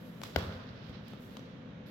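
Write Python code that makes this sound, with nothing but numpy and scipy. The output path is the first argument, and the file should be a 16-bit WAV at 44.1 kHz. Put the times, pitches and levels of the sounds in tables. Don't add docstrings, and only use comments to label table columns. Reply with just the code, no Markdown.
import sys
import numpy as np
from scipy import signal
from scipy.fft import rfft, irfft
from scipy.io import wavfile
from scipy.ndimage import uniform_filter1d

SR = 44100
rng = np.random.default_rng(int(sys.argv[2]) if len(sys.argv) > 2 else 0)


def persist_wave(psi):
    counts = np.round(np.clip(psi, -1, 1) * 32767).astype(np.int16)
    wavfile.write(sys.argv[1], SR, np.atleast_2d(counts).T)


N = 83790
TIME_S = np.arange(N) / SR
FREQ_HZ = np.arange(N // 2 + 1) * SR / N


def undb(db):
    return 10 ** (np.asarray(db) / 20)


def read(table, hz=FREQ_HZ):
    points_hz, values = np.array(table, float).T
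    return np.interp(np.log(np.maximum(hz, 1)), np.log(points_hz), values)


def unit(x):
    return x / np.sqrt(np.mean(x ** 2))


def colour(x, table, tilt_db=0):
    db = read(table) + tilt_db * np.log2(np.maximum(FREQ_HZ, 400) / 2000)
    cepstrum = irfft(np.log(undb(db)), N)
    cepstrum[1:N // 2] *= 2
    cepstrum[N // 2 + 1:] = 0
    return irfft(rfft(x) * np.exp(rfft(cepstrum)), N)


def pan(pan_db):
    return undb(np.array([[1], [-1]]) * pan_db / 2)


def balance(x, table):
    return irfft(rfft(x) * pan(read(table)), N)


def convolve(x, response):
    return signal.fftconvolve(np.atleast_2d(x), response, axes=-1)[:, :N]


def waver(rate_hz):
    hold = int(SR / rate_hz)
    steps = np.repeat(rng.standard_normal(N // hold + 2), hold)
    return unit(uniform_filter1d(uniform_filter1d(steps, hold), hold)[:N])


def push(start_s, lag_s=0):
    out = np.zeros((2, N))
    out[0, int(start_s * SR)] = out[1, int((start_s + lag_s) * SR)] = 1
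    return out


def crackle(start_s, decay_s):
    age = TIME_S - start_s
    return unit(rng.standard_normal((2, N)) * (age > 0) * np.exp(-np.abs(age) / decay_s)) / np.sqrt(N)


def mode(hz, t60_s):
    return np.cos(2 * np.pi * hz * TIME_S) * np.exp(-np.log(1000) * TIME_S / t60_s)


def rub(spectrum, uneven_db, slips_per_s=9000, scatter_db=1.8):
    slips = (rng.random((2, N)) < slips_per_s / SR) * rng.standard_normal((2, N))
    slips *= undb(scatter_db * rng.exponential(size=(2, N)))
    return unit(colour(slips, spectrum)) * undb(uneven_db * waver(44.74))


# freq_hz, correlation
MIC_LIKENESS = [(60, .99), (130, .97), (290, .84), (640, .46), (1400, -.05), (3000, .05), (15000, 0)]

def diffuse():
    mid, side = rfft(rng.standard_normal((2, N)))
    likeness = np.clip(read(MIC_LIKENESS), -1, 1)
    spectrum = mid * np.sqrt(1 + likeness) + np.array([side, -side]) * np.sqrt(1 - likeness)
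    return irfft(spectrum / np.sqrt(2), N)


# freq_hz, gain_db
AIR_COLOUR = [(25, -21.5), (50, -8), (80, -8), (120, 2.5), (170, -0.5), (260, 0.5), (330, -11.5), (540, -9),
              (800, -20), (1500, -18.5), (2500, -25), (3800, -31), (4600, -45), (6200, -42), (9000, -67),
              (16000, -60)]
# freq_hz, pan_db
AIR_PAN = [(100, 1), (700, 0.5), (1300, -0.5), (2400, -4), (4400, -17.5), (8000, 3), (15000, -5)]
# pitch_hz, level_db
HUM_TONES = [(167, -57), (215.3, -59), (255, -67.5), (505, -68), (553, -74)]

def room_tone():
    air = unit(colour(diffuse(), AIR_COLOUR)) * undb(-48.5)
    hum = 0
    for hz, db in HUM_TONES:
        drift = 1 + 0.21 * (waver(11.26) + 1j * waver(10.56))
        hum += undb(db) * np.sqrt(2) * np.real(drift * np.exp(2j * np.pi * hz * TIME_S))
    return balance(air, AIR_PAN) + hum


# start_s, length_s, level_db
PAPER_STROKES = [(0, 0.13, -72.5), (1.862, 0.041, -67)]
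# freq_hz, gain_db
STROKE_COLOUR = [(1500, -30), (3500, -10), (5000, -5), (6500, -22), (9500, -35), (10800, -18), (11300, -2),
                 (11700, 0), (12300, -6), (13200, -20), (16000, -35)]

def paper_strokes(fade_s=0.0062):
    level = 0
    for start_s, length_s, db in PAPER_STROKES:
        inside_s = np.minimum(TIME_S - start_s, start_s + length_s - TIME_S)
        level += undb(db) * np.clip(inside_s / fade_s + .5, 0, 1)
    return rub(STROKE_COLOUR, uneven_db=1.5) * level * pan(-5)


# time_s, level_db
SLIDE_LEVELS = [(0, -70), (.2, -72), (.26, -52), (0.331, -63), (.39, -46.5), (.45, -51), (0.648, -62),
                (0.798, -60.5), (0.932, -57.5), (1.03, -63.5), (1.13, -61.5), (1.25, -71), (1.4, -62.5),
                (1.52, -68), (1.845, -82), (1.867, -61), (1.9, -61.5)]
# freq_hz, gain_db
SLIDE_COLOUR = [(40, -65), (200, 8), (600, 7), (1400, 4), (2200, 2.5), (3300, 6.5), (4200, 4), (5500, -3),
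                (7500, -29), (10000, -50), (16000, -46)]

def cover_slide():
    time_s, db = np.array(SLIDE_LEVELS).T
    return rub(SLIDE_COLOUR, uneven_db=1.5) * undb(np.interp(TIME_S, time_s, db)) * pan(-9)


# time_s, level_db
BRUSH_LEVELS = [(0, -70.5), (.2, -69), (.26, -59.5), (.34, -69), (.4, -60.5), (.5, -70), (0.619, -83),
                (0.799, -86), (.89, -75.5), (0.991, -90), (1.11, -70.5), (1.171, -79.5), (1.225, -65.5),
                (1.35, -69.5), (1.5, -90), (1.845, -102), (1.871, -71), (1.9, -74)]
# freq_hz, gain_db
BRUSH_COLOUR = [(200, -30), (1500, -8), (5000, -2), (7500, -3), (9500, -10), (10700, -5), (11600, 3),
                (12700, -1), (16000, -3)]

def finger_brush():
    time_s, db = np.array(BRUSH_LEVELS).T
    return rub(BRUSH_COLOUR, uneven_db=.7) * undb(np.interp(TIME_S, time_s, db)) * pan(3)


# start_s, level_db, tilt_db_per_octave, ring_hz, ring_db, decay_s, pan_db
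EDGE_TICKS = [(0.2166, -20, -3, 4280, -24, 0.0012, -2), (0.217, -26, -2.5, 3750, -41, 0.0033, 7),
              (0.2352, -13.5, -0.26, 1130, -27.5, 0.0042, 3.5), (0.2379, -23, 0, 3620, -20, 0.0024, -8),
              (0.386, -25, 2, 4200, -28, 0.0062, -6), (0.895, -35, -2.5, 7300, -17, .003, 13),
              (1.0827, -40.5, 4.5, 3894, -23, 0.0011, 14), (1.135, -26.5, -5, 550, -24, 0.0023, 3),
              (1.3691, -23, -3, 3090, -17.5, 0.0045, 10), (1.371, -30, -1, 3850, -12.5, .002, -7),
              (1.3947, -34.5, -2, 5830, -10, 0.002, -3)]
# freq_hz, gain_db
TICK_COLOUR = [(40, -35), (150, -6.5), (500, 4), (800, 1.5), (1300, 2.5), (2000, -3.5), (3500, 0),
               (6000, -6.5), (9500, -15.5), (13000, -13.5), (16000, -19.5)]

def paper_ticks():
    out = 0
    for start_s, db, tilt_db, ring_hz, ring_db, decay_s, pan_db in EDGE_TICKS:
        ring = np.roll(mode(ring_hz, t60_s=0.0088), int(start_s * SR))
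        snap = push(start_s) + undb(2) * crackle(start_s, decay_s) + undb(ring_db) * ring
        out += undb(db) * pan(pan_db) * colour(snap, TICK_COLOUR, tilt_db)
    return out


# freq_hz, t60_s
ROOM_DECAY = [(100, -0.5), (500, 1.03), (2000, 1.55), (5000, 0.8), (14000, 0.7)]
# freq_hz, gain_db
ROOM_COLOUR = [(60, -5), (160, -5.5), (280, 5.5), (400, 6), (540, 6), (800, -6.5), (1600, 2), (3500, -2),
               (7000, 1.5), (15000, -7)]

def wall_echo(delay_s=0.0078, build_s=0.00054):
    age = np.maximum(TIME_S - delay_s, 0)
    onset = 1 - np.exp(-age / build_s)
    noise, out = rfft(diffuse()), 0
    octave = np.log2(np.clip(FREQ_HZ, 62.5, 16000) / 62.5)
    for k in range(9):
        band = irfft(noise * np.maximum(1 - np.abs(octave - k), 0), N)
        t60_s = read(ROOM_DECAY, 62.5 * 2 ** k)
        out += band * unit(onset * np.exp(-np.log(1000) * age / t60_s)) / np.sqrt(N)
    return colour(out, ROOM_COLOUR)


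# start_s, level_db, contact_s
TABLE_BLOWS = [(0.2332, -16.5, 0.0054), (0.3605, -1.5, 0.0048), (0.3731, 6, 0.0057), (0.3861, -5.5, 0.0044),
               (0.4253, -10, 0.0051), (0.443, -11.5, .003), (0.471, -5.5, 0.0052), (0.4826, -4.5, 0.0041),
               (0.4944, -10.5, 0.003), (0.558, -9.5, 0.0036), (0.703, -10.5, 0.0031), (0.894, -7.5, 0.003),
               (0.951, -11.5, 0.003), (1.028, -18, .004)]
# pitch_hz, level_db, t60_s
TABLE_MODES = [(63, -59, 0.1), (81.5, -29, 0.075), (93.7, -45.5, 0.68), (116.9, -36, 0.6),
               (168.6, -40, 0.58), (256, -45, 0.12)]

def table_thud():
    force = 0
    for start_s, db, contact_s in TABLE_BLOWS:
        pulse = np.sin(np.pi * np.clip((TIME_S - start_s) / contact_s, 0, 1))
        force += undb(db) * pulse * np.pi / (2 * contact_s * SR)
    ring = sum(undb(db) * mode(hz, t60_s) for hz, db, t60_s in TABLE_MODES)
    return convolve(force, np.array([ring, ring]))


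# start_s, level_db, pan_db
SLAP_CONTACTS = [(0.3610, -.8, 6), (0.36235, 0, 5), (0.3628, -4.5, -7)]
# freq_hz, gain_db
SLAP_COLOUR = [(60, -15), (150, -9), (250, 4), (330, 9), (600, 3), (1100, 3), (1550, -3), (2500, -13),
               (3200, -12), (4800, -19), (5900, -34), (7000, -35), (10000, -46), (15000, -44)]
# pitch_hz, level_db, t60_s, pan_db
STACK_MODES = [(280, -37.5, 0.038, 24.5), (415, -29.5, 0.021, -5), (623, -26.5, 0.01, 4),
               (1437, -37.5, 0.024, 13.5), (1990, -38.5, 0.021, -9), (3150, -30, 0.018, -15),
               (4880, -35, 0.012, 12)]
# freq_hz, gain_db
FLUTTER_COLOUR = [(100, -22), (400, -8), (1100, -2), (2000, -3), (3200, 2), (5000, 0), (5900, -15),
                  (7000, -9), (8500, -20), (10000, -24), (11800, -12), (15000, -12)]
# freq_hz, pan_db
FLUTTER_PAN = [(1500, 10), (2700, 0), (4500, -2), (8000, 4), (13000, 8)]

def slap(muffle_hz=5400):
    pushes = sum(undb(db) * pan(pan_db) * push(start_s, lag_s=0.00014)
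                 for start_s, db, pan_db in SLAP_CONTACTS)
    pages = sum(undb(db - 8) * crackle(start_s, decay_s=.0016) for start_s, db, _ in SLAP_CONTACTS)
    flutter = balance(colour(pages, FLUTTER_COLOUR), FLUTTER_PAN)
    ring = sum(undb(db) * pan(pan_db) * mode(hz, t60_s) for hz, db, t60_s, pan_db in STACK_MODES)
    ring = signal.sosfilt(signal.butter(4, muffle_hz, fs=SR, output="sos"), ring)
    return colour(pushes, SLAP_COLOUR) + convolve(pushes, ring) + flutter


# freq_hz, gain_db
SLAP_SPREAD = [(70, 3), (160, -17), (300, 2), (600, 8.5), (1000, 9), (1500, 4), (2500, -9), (4500, -11.5),
               (7000, -24), (10000, -31), (15000, -26)]

def slap_to_walls():
    return colour(push(SLAP_CONTACTS[0][0]), SLAP_SPREAD)


def scene():
    walls, ticks = wall_echo(), paper_ticks()
    echo = convolve(slap_to_walls() + undb(-4.5) * ticks.mean(axis=0), walls)
    impacts = slap() + ticks + table_thud()
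    friction = cover_slide() + finger_brush() + paper_strokes()
    return impacts + echo + friction + room_tone()


def record(dry):
    thin = signal.sosfilt(signal.butter(1, 20, "high", fs=SR, output="sos"), dry)
    return signal.sosfilt(signal.ellip(10, .2, 80, 16100, fs=SR, output="sos"), thin)


dry = scene()
out = record(dry)
persist_wave(out)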